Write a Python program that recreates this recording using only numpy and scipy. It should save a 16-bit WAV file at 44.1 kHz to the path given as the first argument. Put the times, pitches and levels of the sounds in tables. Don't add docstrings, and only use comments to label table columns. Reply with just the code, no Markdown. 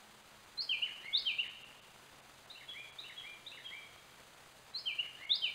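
import sys
import numpy as np
from scipy import signal
from scipy.fft import rfft, irfft
from scipy.io import wavfile

SR = 44100
rng = np.random.default_rng(int(sys.argv[2]) if len(sys.argv) > 2 else 0)


def pcm_store(signal):
    levels = np.round(np.clip(np.atleast_2d(signal), -1, 1) * 32767)
    wavfile.write(sys.argv[1], SR, levels.astype(np.int16).T)


N = 244314


def gain_of(db):
    return 10 ** (np.asarray(db) / 20)


def unit_rms(x):
    return x / np.sqrt(np.mean(x ** 2) + 1e-20)


def interp_log_hz(table, hz):
    table_hz, value = np.transpose(table)
    return np.interp(np.log(hz + 1), np.log(table_hz + 1), value)


def add(mix, start_s, sound):
    part = mix[max(round(start_s * SR), 0):][:len(sound)]
    part += sound[:len(part)]


def drift(rate_hz):
    hz = np.fft.rfftfreq(N, 1 / SR)
    return unit_rms(irfft(rfft(rng.standard_normal(N)) * np.exp(-(hz / rate_hz) ** 2), N))


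# (frequency [Hz], relative density [dB])
HISS_SPECTRUM = [(8, -1.5), (22, -6), (65, -1.5), (250, -3.5), (700, 0.5), (1300, -0.5), (2100, -3),
                 (3600, -4.5), (5000, -8.5), (6300, -10), (9600, -13), (12000, -17), (13200, -20),
                 (15700, -19)]
# (centre [Hz], width [Hz], depth [dB])
HISS_HOLLOWS = [(5500, 250, 8.5), (10930, 440, 5.5)]

def hiss(level_db=-59.5, flicker_db=1.15):
    hz = np.fft.rfftfreq(N, 1 / SR)
    hollows_db = sum(db * np.exp(-((hz - centre) / width) ** 2) for centre, width, db in HISS_HOLLOWS)
    colour_db = interp_log_hz(HISS_SPECTRUM, hz) - hollows_db
    noise = unit_rms(irfft(rfft(rng.standard_normal(N)) * gain_of(colour_db), N))
    return gain_of(level_db + flicker_db * drift(rate_hz=70)) * noise


# (frequency [Hz], start rms [dB], end rms [dB])
HUM_TONES = [(133, -77, -77.5), (212.5, -75, -91)]

def hum(waver=0.0027, swell_db=0.7):
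    out = np.zeros(N)
    for hz, start_db, end_db in HUM_TONES:
        phase = 2 * np.pi * np.cumsum(hz * (1 + waver * drift(rate_hz=4.8))) / SR
        rms_db = np.linspace(start_db, end_db, N) + swell_db * drift(rate_hz=1.8)
        out += np.sqrt(2) * gain_of(rms_db) * np.sin(phase)
    return out


# (first tick [s], period [s])
TICK_TIMING = [(.0148, 1 / 60), (.0476, 1 / 20), (.2117, 1 / 4)]
TICK_PEAKS_DB = [-62.5, -48.5, -44.5]

def camera_ticks(width_s=0.00013, spread_db=2):
    t = np.arange(-30, 60) / SR
    rebound = 0.25 * np.exp(-(t / width_s - 2.6) ** 2 / 2)
    blip = rebound - np.exp(-(t / width_s) ** 2)
    out = np.zeros(N)
    for (first_s, period_s), peak_db in zip(TICK_TIMING, TICK_PEAKS_DB):
        for tick_s in np.arange(first_s, N / SR, period_s):
            add(out, tick_s + t[0], gain_of(peak_db + spread_db * rng.standard_normal()) * blip)
    return out


def slur_hz(t, from_hz, to_hz, steepest_s, glide_s, scoop=0.05, scoop_s=0.0049):
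    bend = np.tanh((t - steepest_s) / glide_s)
    progress = (bend - bend[0]) / (bend[-1] - bend[0])
    return (from_hz + (to_hz - from_hz) * progress) * (1 - scoop * np.exp(-t / scoop_s))


def note_envelope(t, attack_s, fade_db, release_s=0.0075):
    attack = np.minimum(t / attack_s, 1) ** 0.96
    fade = gain_of(-fade_db * np.interp(t, [attack_s, t[-1]], [0, 1]))
    release = np.minimum((t[-1] - t) / release_s, 1)
    return attack * fade * release


def birdsong(notes, repeats, waver, flutter_db, octave_db, throat_hz=2050):
    out = np.zeros(N)
    tremble, flutter = drift(rate_hz=150), drift(rate_hz=130)
    for start_s, effort_db, crescendo_db_per_s, pitch_ratio in repeats:
        for onset_s, length_s, from_hz, to_hz, steepest_s, glide_s, attack_s, peak_db, fade_db in notes:
            t = np.arange(0, length_s, 1 / SR)
            span = (round((start_s + onset_s) * SR) + np.arange(len(t))) % N
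            hz = slur_hz(t, from_hz, to_hz, steepest_s, glide_s)
            hz *= pitch_ratio * (1 + waver * tremble[span])
            phase = 2 * np.pi * np.cumsum(hz) / SR
            octave_gain = gain_of(octave_db) / (1 + (hz / throat_hz) ** 16)
            tone = np.sin(phase) + octave_gain * np.sin(2 * phase)
            level_db = peak_db + effort_db + crescendo_db_per_s * onset_s + flutter_db * flutter[span]
            add(out, start_s + onset_s, gain_of(level_db) * note_envelope(t, attack_s, fade_db) * tone)
    return out


# (onset [s], length [s], from [Hz], to [Hz], steepest [s], glide [s], attack [s], peak [dB], fade [dB])
NEAR_NOTES = [ (0, 0.072, 4104, 5310, 0.045, .018, .022, -33.5, 12),
              (.117, 0.088, 3246, 2354, .037, 0.0171, 0.021, -28, 12),
              (.244, 0.044, 2765, 3000, 0.0157, 0.0087, .019, -26.5, 22.5),
              (.289, 0.0337, 2384, 1624, 0.0119, .016, 0.0052, -42.5, 5.5),
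              (.428, .1, 1657, 2250, 0.0214, .048, 0.068, -38.5, 6.5),
              (.555, 0.079, 3327, 5360, .075, .06, 0.025, -23.5, 17),
              (.679, .092, 3237, 2344, .041, .018, .031, -27, 15),
              (.811, 0.044, 2720, 2994, .017, 0.0086, .019, -26, 23),
              (.857, 0.0324, 2390, 1637, 0.0125, 0.015, 0.0057, -39.5, 11), ]
# (start [s], effort [dB], crescendo [dB/s], pitch [ratio])
NEAR_REPEATS = [(.572, 0, 0, 1.0), (4.737, -3.5, 3, 0.99)]

def near_bird():
    song = birdsong(NEAR_NOTES, NEAR_REPEATS, waver=0.0032, flutter_db=2.5, octave_db=-14.5)
    echoes = woods_echoes(song, early_db=-9, early_t60_s=0.27, late_db=-12.5, trunk_s=0.022)
    return ground_notch(song) + echoes


def ground_notch(x, centre_hz=1900, width_hz=400, depth_db=12):
    hz = np.fft.rfftfreq(N, 1 / SR)
    notch_db = depth_db * np.exp(-((hz - centre_hz) / width_hz) ** 2)
    return irfft(rfft(x) * gain_of(-notch_db), N)


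# (frequency [Hz], t60 [s])
WOODS_T60 = [(1800, 0.54), (2400, 1.15), (3000, 1.25), (4000, 0.95), (5200, 0.66)]

def woods_echoes(x, early_db, early_t60_s, late_db, trunk_s, trunk_db=-15, scatter_per_s=2500):
    t = np.arange(int(1.5 * SR)) / SR
    build_up = 1 - np.exp(-(t / 0.008) ** 2)
    scatter = rng.choice([-1., 1.], len(t)) * (rng.random(len(t)) < scatter_per_s / SR)
    early = scatter * build_up * gain_of(-60 * t / early_t60_s)
    hz, frame_s, noise = signal.stft(rng.standard_normal(len(t)), SR, nperseg=256)
    decay = gain_of(-60 * frame_s / interp_log_hz(WOODS_T60, hz)[:, None])
    late = signal.istft(noise * decay, SR, nperseg=256)[1][:len(t)] * build_up
    response = gain_of(early_db) * early / np.linalg.norm(early)
    response += gain_of(late_db) * late / np.linalg.norm(late)
    response[round(trunk_s * SR)] += gain_of(trunk_db)
    return signal.fftconvolve(x, response)[:N]


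# (time [s], treble depth [dB])
HISS_DIPS = [(0.595, 20), (1.488, 30), (1.639, 29), (1.809, 27), (2.212, 22), (2.469, 15), (2.918, 26),
             (4.732, 8), (5.264, 26)]

def with_dips(x, fade_s=0.0037, crossover_hz=3500, low_share=0.043):
    t, hz = np.arange(N) / SR, np.fft.rfftfreq(N, 1 / SR)
    dip_db = sum(depth_db * np.exp(-abs(t - time_s) / fade_s) for time_s, depth_db in HISS_DIPS)
    low = irfft(rfft(x) / (1 + (hz / crossover_hz) ** 6), N)
    return low * gain_of(-low_share * dip_db) + (x - low) * gain_of(-dip_db)


# (onset [s], length [s], from [Hz], to [Hz], steepest [s], glide [s], attack [s], peak [dB], fade [dB])
FAR_NOTES = [ (0, .026, 3590, 4155, .015, 0.015, 0.0064, -41.5, 7),
             (.053, 0.037, 2690, 2970, 0.0168, .007, 0.0071, -49, 4),
             (.109, 0.0244, 2400, 1550, 0.0097, .02, .005, -49, 6.5),
             (.179, 0.048, 3310, 2930, 0.035, .008, 0.022, -41.5, 11.5),
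             (.235, .135, 1888, 2373, 0.02604, 0.0205, 0.039, -46, 15), ]
# (start [s], effort [dB], crescendo [dB/s], pitch [ratio])
FAR_REPEATS = [(2.498, -2.5, 12.5, 1.016), (2.984, 1.3, -11.5, 1.008), (3.462, 0.1, 1.5, .99)]

def far_bird():
    song = birdsong(FAR_NOTES, FAR_REPEATS, waver=0.0019, flutter_db=1.56, octave_db=-32)
    return song + woods_echoes(song, early_db=-3.5, early_t60_s=0.2, late_db=-4, trunk_s=0.025)


def scene():
    return (near_bird() + far_bird() + with_dips(hiss()) + hum() + camera_ticks())[None]


def record(dry, cutoff_hz=15750):
    lowpass = signal.firwin(1023, cutoff_hz, window=("kaiser", 9), fs=SR)
    return signal.oaconvolve(dry, lowpass[None], "same")


dry = scene()
out = record(dry)
pcm_store(out)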